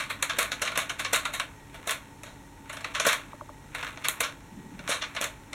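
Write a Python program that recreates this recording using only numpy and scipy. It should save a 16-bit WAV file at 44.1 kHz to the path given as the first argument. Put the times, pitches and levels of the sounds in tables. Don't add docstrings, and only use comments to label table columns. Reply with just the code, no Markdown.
import sys
import numpy as np
from scipy import signal
from scipy.fft import rfft, irfft
from scipy.io import wavfile

SR = 44100
rng = np.random.default_rng(int(sys.argv[2]) if len(sys.argv) > 2 else 0)


def transcribe(u):
    v = np.clip(np.atleast_2d(u).T, -1, 1)
    q = np.round(v * 32767).astype(np.int16)
    wavfile.write(sys.argv[1], SR, q)


N = 244310
TAP_SAMPLES = 16384

# frequency_hz, relative_density_db
FAN_AIR = [(20, -14), (45, -1.5), (70, -4.5), (130, -4.5), (200, -7.5), (300, -6.5), (400, -11.5),
           (680, -18.5), (880, -13.5), (1150, -23), (1950, -24), (2600, -28), (7500, -28), (16000, -40.5)]
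# pitch_hz, rms_db
FAN_HUM = [(49.5, -61.5), (100, -60.5), (140.5, -62), (281, -58)]
# pitch_hz, width_hz, rms_db
FAN_WHINE = [(892.4, 77, -58.5), (1898, 49, -65.5)]
# start_s, end_s, level_db
FINGER_DRAGS = [(0, 1.4, -58.5), (4.53, 4.83, -47)]
# start_s, end_s, level_db
JOINT_SLIDES = [(1.5, 2.05, -68), (2.66, 2.92, -55), (3.78, 3.87, -38)]
# start_s, shell_level_db, crack_re_shell_db, chatter_s
LIGHT_TAPS = [(0.001, -25, -11.5, 0.015), (0.102, -26, -12.5, 0.0079), (0.226, -22, -3, 0.0015),
              (0.297, -23.5, -13, 0.0044), (0.334, -38, -12, 0.00065), (0.369, -38.5, -11, 0.00085),
              (0.429, -31, -1, 0.00061), (0.518, -25, -9.5, .005), (0.675, -26, -14, 0.0044),
              (0.718, -33, -14, .002), (0.757, -27.5, -14, 0.0051), (0.896, -26.5, -8.5, 0.0043),
              (0.995, -26, -8, .009), (1.048, -25, -11, 0.0061), (1.16, -29.5, 1.5, 0.0017),
              (1.253, -23.5, -12.5, 0.0046), (1.338, -27.5, -6, 0.011), (1.398, -23.5, -11.5, 0.0028),
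              (1.744, -40.5, -10.5, 0.013), (1.909, -27, -2, 0.0028), (2.234, -41, -4, 0.0033),
              (2.262, -42.5, -8, 0.023), (2.697, -34.5, -10.5, 0.0031), (2.729, -36.5, -6, 0.0079),
              (2.769, -36.5, -11.5, 0.0032), (2.808, -42.5, -8, .004), (2.845, -28, -15.5, 0.0031),
              (2.95, -23.5, -12.5, 0.011), (3.13, -26, -5, 0.0022), (3.749, -29.5, -12, 0.0033),
              (3.791, -39, -21, 0.0065), (3.828, -32.5, -17, 0.0029), (3.867, -35, -16, 0.0019),
              (3.974, -40, -12, .001), (4.047, -23.5, -12, 0.0082), (4.085, -24, 0.5, 0.00058),
              (4.792, -40, -12.5, 0.0019), (4.877, -31.5, -11, 0.00063), (5.02, -25.5, -13.5, 0.0091),
              (5.15, -38.5, -7.5, .003), (5.165, -26.5, -17.5, 0.0037), (5.242, -30, -1, .0014),
              (5.531, -33.5, -9.5, 0.0041)]
# start_s, shell_level_db, crack_re_shell_db, chatter_s, thud_peak_db, rebound_delay_s, rebound_level_db
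END_STOPS = [(0.387, -20, -4.5, 0.0038, -25, 0.023, -23), (0.619, -24, -4, 0.0038, -31, 0.033, -27),
             (0.776, -23.5, -3.5, 0.0022, -26.5, .013, -23.5),
             (1.132, -21.5, -1.5, 0.0047, -23.5, 0.012, -19.5), (1.874, -30.5, -2, 0.005, -32.5, 0.02, -23),
             (2.999, -23, -4, 0.0027, -31, 0.018, -30.5), (3.052, -21, -11.5, .007, -28.5, 0.071, -26),
             (3.068, -19.5, -3.5, 0.0065, -17, .018, -18.5), (4.206, -22, -3.5, 0.0037, -28.5, 0.029, -25),
             (4.894, -24, -3, 0.017, -24.5, 0.023, -23), (5.213, -29, -1.5, 0.0051, -25.5, 0.011, -26.5)]
# pitch_hz, width_hz, gain_db
CAVITY_MODES = [(489.5, 45, -1), (540, 170, -0.5), (591, 85, 6), (672, 56, -0.5)]
# pitch_hz, width_hz, gain_db
SHELL_MODES = [(1034, 236, -3), (1095, 68, 5), (1244, 180, -3.5), (1380, 30, 3.5), (1464, 51, 1.5),
               (1684, 167, 2), (1980, 530, -1.5), (2215, 31, 2.5), (2293, 44, -1), (2760, 446, -3),
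               (3227, 130, -2.5), (3560, 200, -.5), (3812, 470, 0.5), (4120, 1140, -6)]
# pitch_hz, width_hz, gain_db
EDGE_MODES = [(5740, 1470, 2), (7090, 810, 0), (7160, 630, -2.5), (7600, 2760, -4), (8600, 43, -7),
              (9150, 1800, -8), (11400, 170, -9), (11040, 7300, -6), (13400, 9000, -18)]
# pitch_hz, width_hz, gain_db
BODY_MODES = [(184, 280, -6.5), (315, 330, -7.5), (448, 44, -0.5), (580, 74, 3)]
# start_s, peak_db
SOFT_TOCKS = [(3.3318, -30.5), (3.4105, -27), (3.492, -31.5)]


def from_db(db):
    return 10 ** (np.asarray(db) / 20)


def rms_one(x):
    return x / np.sqrt(np.mean(x ** 2, axis=-1, keepdims=True) + 1e-30)


def unit_energy(taps):
    return rms_one(taps) * np.sqrt(SR / 100 / TAP_SAMPLES)


def resonate(x, hz, width_hz):
    r = np.exp(-np.pi * width_hz / SR)
    poles = [1, -2 * r * np.cos(2 * np.pi * hz / SR), r * r]
    return signal.lfilter(np.array([1, 0, -1]) * (1 - r * r) / 2, poles, x + 1e-18)


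def band(x, low_hz, high_hz, order=2):
    return signal.sosfilt(signal.butter(order, [low_hz, high_hz], "band", fs=SR, output="sos"), x + 1e-18)


def place(times, sounds):
    margin = sounds.shape[1]
    track = np.zeros(N + 3 * margin)
    for start_s, sound in zip(times, sounds):
        at = margin + round(start_s * SR)
        track[at:at + margin] += sound
    return track[margin:margin + N]


def swells(rows, rise_s, fall_s):
    t = np.arange(0, N, 64) / SR
    start, end, db = np.transpose(rows)[:, :, None]
    gains = from_db(db) * np.exp(-np.maximum(start - t, 0) / rise_s - np.maximum(t - end, 0) / fall_s)
    return np.interp(np.arange(N) / SR, t, np.sqrt(np.sum(gains ** 2, axis=0)))


def fan(air_db=-50.5):
    air_hz, density_db = np.transpose(FAN_AIR)
    colour = from_db(np.interp(np.log(np.fft.rfftfreq(N, 1 / SR) + 1), np.log(air_hz), density_db))
    air = from_db(air_db) * rms_one(irfft(rfft(rng.standard_normal(N)) * colour, N))
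    t = np.arange(N) / SR
    hum = sum(from_db(db) * np.sqrt(2) * np.sin(2 * np.pi * (hz * t + rng.random()))
              for hz, db in FAN_HUM)
    whine = sum(from_db(db) * rms_one(resonate(resonate(rng.standard_normal(N), hz, width), hz, width))
                for hz, width, db in FAN_WHINE)
    return air + hum + whine


def grip(body_db=3, bump_depth_db=2.0):
    bumps_db = bump_depth_db * rms_one(band(rng.standard_normal(N), 11.4, 24))
    drag = band(rng.standard_normal(N), 132, 319, order=3) * from_db(bumps_db)
    rumble = rms_one(drag + from_db(body_db) * resonate(drag, hz=182, width_hz=38))
    return swells(FINGER_DRAGS, rise_s=0.013, fall_s=0.04) * rumble


def grains(shape, per_s, uneven_db):
    hits = rng.random(shape) < per_s / SR
    return hits * rng.choice([-1, 1], shape) * from_db(uneven_db * rng.standard_normal(shape))


def strike(clicks, modes, scatter_db=0, tilt_db_per_octave=0):
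    octaves = np.log2(np.array(modes)[:, 0] / modes[0][0])
    spot_db = scatter_db * rng.standard_normal((len(clicks), len(modes)))
    colour_db = spot_db + np.outer(tilt_db_per_octave, octaves)
    return sum((-1) ** k * from_db(db + colour_db[:, [k]]) * resonate(clicks, hz, width)
               for k, (hz, width, db) in enumerate(modes))


def knock_rows(start_s, shell_db, crack_db, chatter_s, cavity_db, hollower_db_per_db=0.6):
    hollow_db = cavity_db + hollower_db_per_db * (shell_db.mean() - shell_db)
    return np.column_stack(np.broadcast_arrays(start_s, shell_db, hollow_db, crack_db, chatter_s))


def knock_cues():
    start_s, shell_db, crack_db, chatter_s, _, delay_s, rebound_db = np.transpose(END_STOPS)
    stops = knock_rows(start_s, shell_db, crack_db, chatter_s, cavity_db=-10)
    rebounds = knock_rows(start_s + delay_s, rebound_db, crack_db=-9.5, chatter_s=0.012, cavity_db=-15.5)
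    taps = knock_rows(*np.transpose(LIGHT_TAPS), cavity_db=-12)
    return np.vstack([stops, rebounds, taps])


def joint_motion(re_knock_db=-23, held_db=-62.5):
    times, shell_db = knock_cues().T[:2]
    swings = swells(np.column_stack([times, times, shell_db + re_knock_db]), rise_s=0.065, fall_s=0.1)
    slides = swells(JOINT_SLIDES, rise_s=0.011, fall_s=0.051)
    return np.sqrt(swings ** 2 + slides ** 2 + from_db(held_db) ** 2)


def joint_rub(edge_db=-22):
    slips = grains((1, N), per_s=1100, uneven_db=5)
    walls = band(strike(slips, SHELL_MODES), 660, 2950)
    edges = from_db(edge_db) * strike(slips, EDGE_MODES)
    return joint_motion() * rms_one(walls + edges)[0]


def contacts(chatter_s, lead_s, first_touch_db=4, slide_db=-1.5, slide_share=0.47):
    t = (np.arange(TAP_SAMPLES) - round(lead_s * SR)) / SR
    clicks = grains((len(chatter_s), TAP_SAMPLES), per_s=3000, uneven_db=3.5)
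    clicks[:, t == 0] = from_db(first_touch_db)
    slide = from_db(slide_db) * np.exp(-abs(t) / (slide_share * chatter_s[:, None]))
    bounce = np.exp(-abs(t) / (2 * chatter_s[:, None]))
    return clicks * np.where(t < 0, slide, bounce)


def in_room(clicks, t60_s, wet_db, predelay_s=0.0042):
    decay = from_db(-120 / (t60_s * SR))
    power = signal.lfilter([1 - decay], [1, -decay], clicks ** 2)
    late_power = np.pad(power, ((0, 0), (round(predelay_s * SR), 0)))[:, :TAP_SAMPLES]
    return clicks + from_db(wet_db) * np.sqrt(late_power) * rng.standard_normal(clicks.shape)


def tinkle(clicks, low_hz=8900, high_hz=11000, width_hz=35, count=2):
    pitches = rng.uniform(low_hz, high_hz, (len(clicks), count))
    return np.array([sum(resonate(tap, hz, width_hz) for hz in row) for tap, row in zip(clicks, pitches)])


def rattle(lead_s=0.012, tinkle_db=-15):
    times, shell_db, cavity_db, crack_db, chatter_s = knock_cues().T
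    clicks = contacts(chatter_s, lead_s)
    cavity = strike(in_room(clicks, t60_s=0.27, wet_db=-2), CAVITY_MODES, scatter_db=4)
    cavity = unit_energy(band(cavity, 353, 813))
    shell = strike(in_room(clicks, t60_s=0.2, wet_db=-4.5), SHELL_MODES, scatter_db=1.4)
    shell = unit_energy(band(shell, 570, 7600))
    hardness = 1.44 * (crack_db + 5.5)
    edges = strike(in_room(clicks, t60_s=0.19, wet_db=-6), EDGE_MODES,
                   scatter_db=4.5, tilt_db_per_octave=hardness)
    metallic_ring = from_db(tinkle_db) * unit_energy(tinkle(clicks))
    crack = unit_energy(band(edges, 4700, 13800)) + metallic_ring
    taps = shell + from_db(cavity_db)[:, None] * cavity + from_db(crack_db)[:, None] * crack
    return place(times - lead_s, from_db(shell_db)[:, None] * taps)


def thuds(lead_s=0.002, echo_s=0.0105, echo_db=-7):
    stop_s, _, _, _, peak_db, _, _ = np.transpose(END_STOPS)
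    times = stop_s - lead_s
    push = signal.unit_impulse(TAP_SAMPLES) * np.ones((len(times), 1))
    flex = band(strike(push, BODY_MODES, scatter_db=2.4), 94, 680)
    flex = from_db(peak_db)[:, None] * flex / abs(flex).max(axis=1, keepdims=True)
    return place(times, flex) + from_db(echo_db) * place(times + echo_s, flex)


def tocks(ring_delay_s=0.00586, ring_db=-11):
    times, peak_db = np.transpose(SOFT_TOCKS)
    click = signal.unit_impulse(TAP_SAMPLES)
    attack = band(click, 850, 1260, order=3)
    ring = resonate(band(click, 480, 1100), hz=593, width_hz=35)
    gain = from_db(peak_db)[:, None]
    attacks = place(times, gain * attack / abs(attack).max())
    rings = place(times + ring_delay_s, gain * ring / abs(ring).max())
    return attacks + from_db(ring_db) * rings


def scene():
    return (rattle() + thuds() + joint_rub() + tocks() + grip() + fan())[None, :]


def record(dry, notch_hz=4790, notch_width_hz=520, cutoff_hz=16000):
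    for _ in range(2):
        dry = dry - 0.64 * resonate(dry, notch_hz, notch_width_hz)
    return signal.sosfilt(signal.ellip(10, 0.2, 80, cutoff_hz, fs=SR, output="sos"), dry)


dry = scene()
out = record(dry)
transcribe(out)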